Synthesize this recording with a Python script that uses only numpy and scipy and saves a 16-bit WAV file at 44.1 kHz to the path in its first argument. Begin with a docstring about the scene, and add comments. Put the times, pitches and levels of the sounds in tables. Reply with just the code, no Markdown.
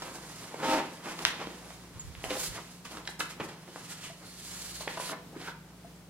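"""A small bare room with a wooden floor and a steady appliance hum, heard on a stereo camera.
An inkjet printer on the floor throws out its last sheet: the gears whirr, the motor whines, a latch snaps.
Close to the microphones, hands pull the sheet from the tray, slide it over a second one and flex both.
The paper hisses as its fibres slip and cracks as it buckles; knees and feet thud on the boards."""
import sys
import numpy as np
from scipy import signal
from scipy.fft import rfft, irfft, next_fast_len
from scipy.io import wavfile
from scipy.ndimage import uniform_filter1d

SR = 44100
rng = np.random.default_rng(int(sys.argv[2]) if len(sys.argv) > 2 else 0)


def unload_audio(sound):
    """Save the sound as a 16-bit wav file, at the path given as the first command line argument."""
    columns = np.transpose(np.atleast_2d(sound))
    # keep every value between -1 and 1, then stretch to whole-number steps
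    steps = np.round(np.clip(columns, -1, 1) * 32767)
    wavfile.write(sys.argv[1], SR, steps.astype(np.int16))


N = 268569

# Moves of the sheets, by rollers and by hands close to the camera. Each row: time of full strength,
# rise, hold and fall in seconds, then flexing, rubbing and fine hiss in relative dB.
STROKES = [(0.012, 0.18, 0.077, 0.053, -38.5, -48, -51), (0.154, 0.032, .005, 0.05, -42, -56, -47),
           (0.258, .3, 0.19, 0.21, -46.5, -52.5, -51), (0.544, .04, .002, 0.023, -41.5, -64, -69),
           (0.645, .04, .14, 0.091, -32.5, -35, -49.5), (0.713, 0.24, 0.015, 0.18, -39, -41, -47),
           (0.936, 0.07, 0.0046, 0.13, -49.5, -54, -52), (1.059, 0.052, 0.063, 0.044, -38.5, -45, -51),
           (1.225, 0.11, 0.0041, 0.039, -41.5, -49, -44), (1.267, 0.022, 0.011, .07, -50, -41, -41),
           (1.429, 0.34, .008, 0.09, -36.5, -41.5, -58), (1.52, 0.14, 0.19, 0.44, -49, -55, -55),
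           (1.948, 0.035, .005, 0.11, -52.5, -60, -70), (2.003, .03, .07, .15, -72, -63, -61),
           (2.124, 0.017, .002, .02, -55, -71, -71.5), (2.19, 0.12, 0.028, .03, -51.5, -54, -65),
           (2.244, 0.021, 0.007, 0.047, -38, -51, -45.5), (2.304, 0.022, 0.0086, 0.12, -32.5, -38, -49),
           (2.403, 0.13, 0.062, 0.092, -59, -46, -36), (2.55, 0.054, 0.025, 0.13, -44, -44.5, -53),
           (2.725, 0.28, .005, 0.19, -64, -59.5, -54.5), (2.853, .01, .003, 0.091, -48, -45, -51),
           (2.917, .02, .07, .04, -41, -53, -54), (3.065, 0.075, .01, 0.036, -52, -50, -56),
           (3.099, 0.025, .012, 0.063, -51, -64, -49), (3.194, 0.0036, 0.019, .07, -37.5, -53, -39),
           (3.308, 0.032, 0.0044, 0.045, -60, -41.5, -46), (3.416, .04, .003, 0.041, -32, -52, -63),
           (3.447, 0.043, .003, 0.036, -57, -52, -46.5), (3.488, .01, .003, 0.14, -43.5, -46, -55.5),
           (3.63, 0.072, .003, 0.035, -64, -59, -60), (3.689, .05, 0.048, 0.027, -53, -59, -66),
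           (3.77, 0.067, .09, 0.12, -56, -50.5, -52.5), (3.899, 0.02, .005, 0.12, -59, -47, -45),
           (4.042, 0.1, 0.019, 0.097, -57, -44.5, -51), (4.241, .05, .003, 0.039, -46, -59, -72),
           (4.28, 0.077, 0.0044, 0.036, -63, -66, -64), (4.479, 0.36, 0.29, 0.19, -55, -50, -44.5),
           (4.809, .015, .02, 0.044, -52, -48.5, -53), (4.896, 0.025, 0.056, .05, -55.5, -45.5, -52),
           (4.975, 0.014, 0.0026, 0.012, -36, -42, -56), (5.009, .04, .11, 0.014, -56, -43.5, -44.5),
           (5.128, 0.05, .003, 0.049, -35.5, -60, -62), (5.368, .03, 0.0027, 0.025, -40, -67, -75),
           (5.402, 0.039, 0.062, .05, -48.5, -44.5, -53.5), (5.481, .02, .003, 0.073, -44.5, -44.5, -62),
           (5.685, .06, .005, 0.16, -55, -66, -78)]
# The paper's tone up close: flexing, rubbing, fine hiss and the airy top of a fast rub.
# Each row: frequency in Hz, spectral density in relative dB.
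FLEX_SPECTRUM = [(40, -60), (110, -43), (200, -2), (300, 2), (550, -1), (1000, -0.5), (1500, -5.5),
                 (2300, -9), (4000, -36)]
RUB_SPECTRUM = [(700, -8), (1200, 0), (1700, 2), (3100, 2.5), (4300, -3.5), (5500, -7.5), (7200, -19.5),
                (12000, -64)]
HISS_SPECTRUM = [(2650, -17), (4500, -4.5), (5510, -4.5), (7030, -2), (10900, -6), (15200, -21.5),
                 (16000, -25)]
FAST_RUB_SPECTRUM = [(7000, -33), (10500, -31), (13000, 9), (16000, 6.5)]
# Edges singing as they slide over the other sheet. Each row: time of full strength, rise, hold and
# fall in seconds, level in dB, band centre in Hz.
EDGE_SLIDES = [(3.897, 0.018, .03, 0.073, -60, 8160), (4.023, 0.042, 0.035, 0.045, -56, 3030),
               (4.034, 0.035, .04, .05, -64, 6300), (4.03, 0.035, .04, .05, -59, 8050),
               (4.26, 0.053, 0.038, 0.12, -60.5, 4300), (4.285, 0.062, 0.017, 0.035, -62, 10500),
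               (4.503, 0.081, 0.093, 0.16, -61, 7150), (4.505, 0.092, .25, 0.25, -72, 10300),
               (4.763, 0.4, 0.074, .2, -54.5, 4320), (4.994, 0.034, 0.092, .03, -59, 8600),
               (5.05, .1, 0.057, .03, -52.5, 10600), (5.059, 0.027, .003, 0.047, -47, 4300),
               (5.47, .1, 0.025, 0.061, -50, 1510)]
# An edge's narrow band. Each row: frequency as a multiple of the centre, density in relative dB.
EDGE_BAND = [(.77, -23), (.93, -7), (1, 3), (1.07, -5), (1.28, -31)]


def paper():
    """The sheet flexes with a dull crumple and rubs with a grainy hiss, brighter on strong strokes."""
    strokes, edges = np.transpose(STROKES), np.transpose(EDGE_SLIDES)
    flex_gain, rub_gain, hiss_gain = undb(strokes[4:]) @ swells(*strokes[:4])
    slips = fibre_slips(scatter_db=0.5, flicker_db=1.03, flicker_hz=76)
    crumple = fibre_slips(scatter_db=3.0, flicker_db=2.5, flicker_hz=70)
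    flex = level(colour(crumple, FLEX_SPECTRUM), -5) * flex_gain
    rub = level(colour(slips, RUB_SPECTRUM), -4.5) * rub_gain
    hiss = level(colour(slips, HISS_SPECTRUM), 0.21) * hiss_gain
    airy_top = level(colour(slips, FAST_RUB_SPECTRUM), 19.2) * hiss_gain ** 1.92
    singing = sum(level(colour(slips, np.multiply(EDGE_BAND, [hz, 1])), db) * swell
                  for db, hz, swell in zip(*edges[4:], swells(*edges[:4])))
    return flex + rub + hiss + airy_top + singing


# A sheet is wide, so each microphone hears other fibres.
# Each row: frequency in Hz, left-right correlation.
SHEET_CORRELATION = [(100, 1), (1000, 1), (2500, 1), (6000, 0.3), (16000, 0.038)]


def fibre_slips(scatter_db, flicker_db, flicker_hz):
    """Dense fibre slips, four samples each, of uneven but bounded size; their strength flickers."""
    size_db = scatter_db * np.minimum(rng.exponential(size=N // 4 + 1), 6)
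    return diffuse(N, SHEET_CORRELATION) * undb(np.repeat(size_db, 4)[:N] + flicker_db * walk(flicker_hz))


# Latches clicking and paper buckling near the camera. Each row: start in seconds, ring peak in dB,
# ring pitch in Hz, crack peak in dB, crack band in Hz, ring time to -60 dB in ms, nominal crackle
# length in ms, lag at the left microphone in microseconds.
SNAPS = [(0.0207, -29.5, 1080, -30, 4260, 2.6, 2.8, 118), (0.5418, -28, 566, -47.5, 4300.0, 2.4, 1, 135),
         (0.6276, -24.5, 880, -52, 2400.0, 2, 8.5, 20.0), (1.0442, -42, 1240, -42, 3000.0, 1.6, 8.5, 97),
         (1.1889, -33, 1230, -26.5, 3320, 4.9, 2.2, 113), (1.2515, -6.5, 1840, -4, 2860, 3.2, 0.06, 100),
         (1.2514, -17, 5800, -17, 11000, 4.6, 0.12, 95), (1.2684, -25, 990, -21, 9000, 1.9, 0.22, 116),
         (1.2862, -35, 4000, -32, 11000, 1.5, 0.2, 100), (1.4135, -29, 780, -39, 3400.0, 3.9, 6, 52),
         (1.471, -27, 312, -32, 3430, 3.6, 0.75, 98), (1.7049, -35.5, 800, -53, 4030, 3.5, 0.81, 158),
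         (2.1515, -45, 647, -30.5, 3300.0, 3, 0.46, 53), (2.2406, -25, 800, -21.5, 2270, 2.6, 1, 45),
         (2.302, -43, 680.0, -24, 2760, 3.6, 10, 41), (2.3657, -31, 585, -30, 3500.0, 5.5, 5.1, 13),
         (2.8513, -41.5, 1150, -39, 4330, 5.5, 4.1, 112), (2.9061, -42.5, 450, -36, 4400.0, 5.6, 14, 93),
         (2.9713, -28, 670.0, -41, 3420, 0.76, 2.2, 80), (3.0537, -47, 1280, -33, 3500.0, 3.3, 0.83, 57),
         (3.0747, -26.5, 1830, -21.5, 3850, 4.8, 1.9, 48), (3.0887, -35, 660, -39, 3720, 3.1, 1.8, 75),
         (3.194, -52, 1490, -39, 4500, 1.1, 3, 70), (3.2029, -25, 720, -19.5, 3840, 1, 1.1, 74),
         (3.2054, -20, 1510, -23, 2160, 2.1, 3.3, 59), (3.3036, -57, 650.0, -36, 4900.0, 2.7, 4.5, 50.0),
         (3.3994, -25.5, 674, -56, 2250, 0.96, 3.8, 47), (3.4045, -27.5, 284, -25, 2230, 7, 5.1, 38),
         (3.4889, -40.5, 640, -44, 3200.0, 2.2, 4, 20.0), (3.6866, -40, 400.0, -50, 3000.0, 5.2, 5.4, 70.0),
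         (3.7598, -27, 630, -37, 4250, 1.7, 0.42, 52), (4.8064, -32, 890, -31.5, 5060, 4.7, 4.4, -37),
         (4.8753, -23.5, 730, -50, 2400, 2.1, 0.31, 52), (4.878, -20, 1610, -27, 2200, 1.4, 1.6, 52),
         (4.9718, -28, 940, -41, 2600.0, 2.6, 4.7, 52), (4.9995, -24, 830, -38, 3500.0, 7.6, 1, 47),
         (5.0914, -27, 1360, -33, 3160, 2.4, 4.7, 0.0), (5.1128, -37, 1370, -37, 4100.0, 1.5, 4.4, 41),
         (5.3298, -41.5, 507, -53, 4200.0, 3.7, 7.4, -20.0), (5.3601, -33.5, 365, -54, 2800.0, 27, 5.8, 53),
         (5.4127, -41.5, 466, -34.5, 3830, 3, 7.8, 50.0), (5.4747, -33, 1460, -36, 3640, 6.9, 9.3, 72),
         (5.483, -32, 1520, -39, 3000, 5.5, 1.6, 70)]


def snaps():
    """Each snap is a first crack and a run of others that ring the panel or sheet briefly."""
    out, size = np.zeros((2, N)), 2048
    t_ms = 1000 * np.arange(size) / SR
    for s, ring_db, ring_hz, crack_db, crack_hz, ring_ms, crackle_ms, lag_us in SNAPS:
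        fade = np.exp(-(t_ms / max(1.8 * crackle_ms, .05)) ** 2)
        cracks = 0.13 * rng.standard_normal(size) ** 3 * fade  # cubing leaves a few big ones
        cracks[4] = -1  # the first crack
        # little is left below the ring's pitch
        below_ring_cut = signal.butter(2, ring_hz / 2, "highpass", fs=SR, output="sos")
        body = signal.sosfilt(below_ring_cut, ring(cracks, ring_hz, ring_ms / 1000))
        band = signal.butter(2, [.62 * crack_hz, 1.3 * crack_hz], "bandpass", fs=SR, output="sos")
        crack = signal.sosfilt(band, cracks) + 0.0066 * cracks
        snap = undb(ring_db) * body / np.abs(body).max() + undb(crack_db) * crack / np.abs(crack).max()
        start = int(s * SR)
        out[0, start:start + size] += delay(snap, lag_us / 1e6)
        out[1, start:start + size] += snap
    return out


# The printer, down on the floor, ejects the sheet.
# Each row: time in seconds, then gear train and motor whine in relative dB.
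FEED_RUN = [(0.59, -47, -63), (0.608, -56, -67), (0.64, -30.5, -41), (0.67, -34.5, -29),
            (0.772, -28.5, -34.5), (0.818, -43.5, -60), (0.86, -51, -62)]
# The tones of its gear train. Each row: pitch in Hz, level in relative dB.
GEAR_TONES = [(264, -41.5), (311, -42), (527, -37.5), (633, -41.5), (762, -51), (808, -43), (852, -44.5),
              (941, -61), (995, -45), (1292, -45)]


def feed_motor(whine_hz=907):
    """Gear-mesh tones waver as the teeth load unevenly; the motor whines at one steady pitch."""
    t = np.arange(N) / SR
    s, gear_db, whine_db = np.transpose(FEED_RUN)
    gears = sum(undb(db + 3.3 * walk(29.84)) * np.sin(2 * np.pi * (hz * t + rng.random()))
                for hz, db in GEAR_TONES)
    whine = np.sin(2 * np.pi * whine_hz * t) * undb(1.3 * walk(44.0))
    return level(gears, -2.7) * gain_curve(s, gear_db) + level(whine, -0.65) * gain_curve(s, whine_db)


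# Short ringing notes, some from the printer's tray.
# Each row: start in seconds, peak in dB, pitch in Hz, seconds to fall 60 dB.
PINGS = [(1.995, -32.5, 7030, 0.1), (2.305, -29.5, 513, 0.21), (2.307, -37.5, 296, 0.24),
         (2.307, -36.5, 400, 0.23), (4.1, -41.5, 675, 0.11), (4.973, -35.5, 1002, 0.14),
         (5.846, -42.5, 686, 0.12), (5.96, -48, 7460, 0.03)]


def pings(attack_s=0.0008):
    """Each note is a single fading mode with a soft start."""
    out, t = np.zeros(N), np.arange(SR // 2) / SR
    for s, db, hz, t60 in PINGS:
        note = undb(db - 60 * t / t60) * np.minimum(t / attack_s, 1) * np.sin(2 * np.pi * hz * t)
        start = int(s * SR)
        out[start:start + len(t)] += note[:N - start]
    return out


# Knees and feet shifting on the boards by the camera.
# Each row: time of the peak in seconds, level in relative dB.
FLOOR_THUDS = [(1.254, -45), (1.474, -55), (1.968, -41.5), (2.05, -43), (2.086, -38.5), (2.182, -42),
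               (2.264, -44), (2.36, -50), (2.502, -39.5), (3.2, -58), (3.418, -57)]


def floorboards():
    """Dull thuds through the floor shake the camera, differently at the two microphones."""
    s, db = np.transpose(FLOOR_THUDS)
    shake = .6 * rng.standard_normal(N) + np.array([[.8], [1.3]]) * rng.standard_normal((2, N))
    rumble = level(colour(shake, [(15, -43), (35, 2.5), (90, 0.5), (140, -5), (250, -48.5)]), -3.0)
    return rumble * (undb(db) @ swells(s, rise_s=0.038, hold_s=0, fall_s=0.053))


# An appliance in the room hums, alike at both microphones.
# Each row: time in seconds, then the low and the upper pure line in relative dB.
HUM_LEVELS = [(0.0, -66, -62), (0.22, -61.5, -58), (0.49, -74, -58), (0.62, -75, -58.5), (1.32, -72, -54.5),
              (1.47, -62, -56), (2.3, -59, -60), (2.81, -70, -54.5), (2.97, -60, -57.5), (3.5, -69, -57),
              (3.87, -82, -56), (4.04, -71, -57.5), (4.8, -56.5, -56), (5.09, -79, -57.5),
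              (5.24, -66, -57.5), (5.94, -62, -55.5), (6.09, -66, -59)]
# Its blurred lines. Each row: pitch in Hz, nominal width in Hz, level in dB.
DRONE_LINES = [(114.1, 9.1, -65.5), (156.2, 6, -58)]


def appliance_hum(pure_hz=(59.4, 178.1)):
    """Two pure lines waver in level; two more are blurred by drifting pitch and level."""
    t = np.arange(N) / SR
    s, *line_db = np.transpose(HUM_LEVELS)
    hum = sum(level(np.sin(2 * np.pi * hz * t), 0.086) * gain_curve(s, db)
              for hz, db in zip(pure_hz, line_db))
    for hz, width, db in DRONE_LINES:
        drift = 0.4 * width * np.cumsum(walk(4 * width)) / SR
        hum += level(np.sin(2 * np.pi * (hz * t + drift)) * undb(4.3 * walk(2 * width)), db)
    return hum


# Room tone all round the camera. Each row: frequency in Hz, spectral density in relative dB.
AIR_SPECTRUM = [(15, -21), (45, -22), (120, -4.5), (180, -6), (250, -5), (460, -11), (900, -15),
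                (2000, -20), (5000, -22.5), (11000, -26.5), (16000, -31.5)]
# Diffuse sound at the microphone pair, alike in the bass and less so in the treble.
# Each row: frequency in Hz, left-right correlation.
ROOM_CORRELATION = [(30, 0.28), (80, 0.84), (400, 0.89), (1000, 0.74), (2500, 0.065), (16000, 0.027)]


def room_air():
    """Faint diffuse noise whose level wavers slightly."""
    air = colour(diffuse(N, ROOM_CORRELATION), AIR_SPECTRUM)
    return level(air, -54.5) * undb(0.91 * walk(6.7))


# The bare room's decay. Each row: frequency in Hz, seconds to fall 60 dB.
ROOM_DECAY = [(100, .5), (1000, .45), (4000, .38), (16000, .2)]
# The tone of its echo at the camera. Each row: frequency in Hz, gain in dB.
ECHO_COLOUR = [(100, -5), (1000, -4), (3000, -4), (6000, -10), (16000, -16)]


def echo_tail(gap_s=.0025):
    """Octave bands of diffuse echo, each dying at its own rate, after a short gap."""
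    t, noise, tail = np.arange(SR // 2) / SR, diffuse(SR // 2, ROOM_CORRELATION), 0
    room_hz, room_t60 = np.transpose(ROOM_DECAY)
    for hz in 62.5 * 2. ** np.arange(9):
        band = colour(noise, [(hz / 2, -40), (hz / 1.5, -6), (hz, 0), (hz * 1.33, -6), (hz * 2, -40)])
        t60 = np.interp(np.log(hz), np.log(room_hz), room_t60)
        tail = tail + band * undb(-60 * t / t60)
    tail = tail * np.clip(t / gap_s - 1, 0, 1)
    return colour(tail / np.sqrt(np.sum(tail ** 2) / 2), ECHO_COLOUR)


def room_echoes(x, patterns=3, changes_per_s=25):
    """Sound leaves ever other spots on sheet and printer, so it fades between patterns of echoes."""
    turn = np.arange(N) / SR * changes_per_s % patterns
    out = 0
    for k in range(patterns):
        offset = np.abs((turn - k + patterns / 2) % patterns - patterns / 2)
        share = np.cos(np.pi / 2 * np.minimum(offset, 1)) ** 2
        out = out + signal.fftconvolve((x * share)[None], echo_tail(), axes=1)[:, :N]
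    return out


def undb(db):
    """Decibels to amplitude."""
    return 10 ** (np.asarray(db) / 20)


def level(x, db):
    """Scale to an rms level."""
    return x * undb(db) / np.sqrt(np.mean(x ** 2))


def over_hz(table, size):
    """A (Hz, value) table read at the bins of a transform."""
    hz, value = np.transpose(table)
    return np.interp(np.log(np.fft.rfftfreq(size, 1 / SR) + 1), np.log(hz), value)


def colour(x, table):
    """Shape the spectrum by (Hz, dB) points."""
    size = next_fast_len(x.shape[-1])
    return irfft(rfft(x, size) * undb(over_hz(table, size)), size)[..., :x.shape[-1]]


def gain_curve(s, db):
    """Gain over time, silent outside the given points."""
    return undb(np.interp(np.arange(N) / SR, s, db, left=-200, right=-200))


def swells(s, rise_s, hold_s, fall_s):
    """One gain shape per event: up 20 dB per rise time until s, a hold, then down 20 dB per fall time."""
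    t = np.arange(N) / SR
    s, rise_s, hold_s, fall_s = (np.reshape(v, (-1, 1)) for v in (s, rise_s, hold_s, fall_s))
    ramps_away = np.maximum((s - t) / rise_s, (t - s - hold_s) / fall_s)
    return undb(-20 * np.maximum(ramps_away, 0))


def walk(rate):
    """Random levels held 1 / rate s and slewed; spread near 1."""
    hold = int(SR / rate)
    return 1.31 * uniform_filter1d(np.repeat(rng.standard_normal(N // hold + 1), hold), hold)[:N]


def ring(x, hz, t60):
    """One decaying mode, driven by x."""
    pole = np.exp(2j * np.pi * hz / SR - np.log(1000) / (t60 * SR))
    return signal.lfilter([1], [1, -pole], x).imag


def diffuse(length, correlation):
    """Left and right noise, as alike as the (Hz, correlation) points say."""
    size = next_fast_len(length)
    alike = np.clip(over_hz(correlation, size), 0, 1)
    mid, side = rfft(rng.standard_normal((2, size)))
    mid, side = mid * np.sqrt(1 + alike), side * np.sqrt(1 - alike)
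    return irfft(np.array([mid + side, mid - side]), size)[:, :length]


def delay(x, seconds):
    """Shift by a fraction of a sample or more."""
    size = next_fast_len(len(x))
    phase_shift = np.exp(-2j * np.pi * np.fft.rfftfreq(size, 1 / SR) * seconds)
    return irfft(rfft(x, size) * phase_shift, size)[:len(x)]


# The camera body shades the left microphone. Each row: frequency in Hz, gain in dB.
LEFT_SHADE = [(300, .3), (1500, -1), (4000, -2.5), (16000, -2.5)]


def scene(left_lag_s=7e-5):
    """Printer and paper reach the left microphone a little later and duller; the room surrounds them."""
    hits, rustle, tones = snaps(), paper(), feed_motor() + pings()
    left = colour(hits[0] + delay(rustle[0] + tones, left_lag_s), LEFT_SHADE)
    right = hits[1] + rustle[1] + tones
    # the rustle, motor tones and pings have less echo than the snaps
    echoes = room_echoes(hits[1] + undb(-2.5) * rustle[1] + undb(-4.5) * tones)
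    return np.array([left, right]) + echoes + floorboards() + appliance_hum() + room_air()


def record(dry):
    """The camera's input stage flattens the loudest peak and cuts the top above 15.8 kHz."""
    top_cut = signal.ellip(10, .2, 70, 15800, fs=SR, output="sos")
    return signal.sosfilt(top_cut, np.clip(dry, -.9, .9))


dry = scene()
out = record(dry)
unload_audio(out)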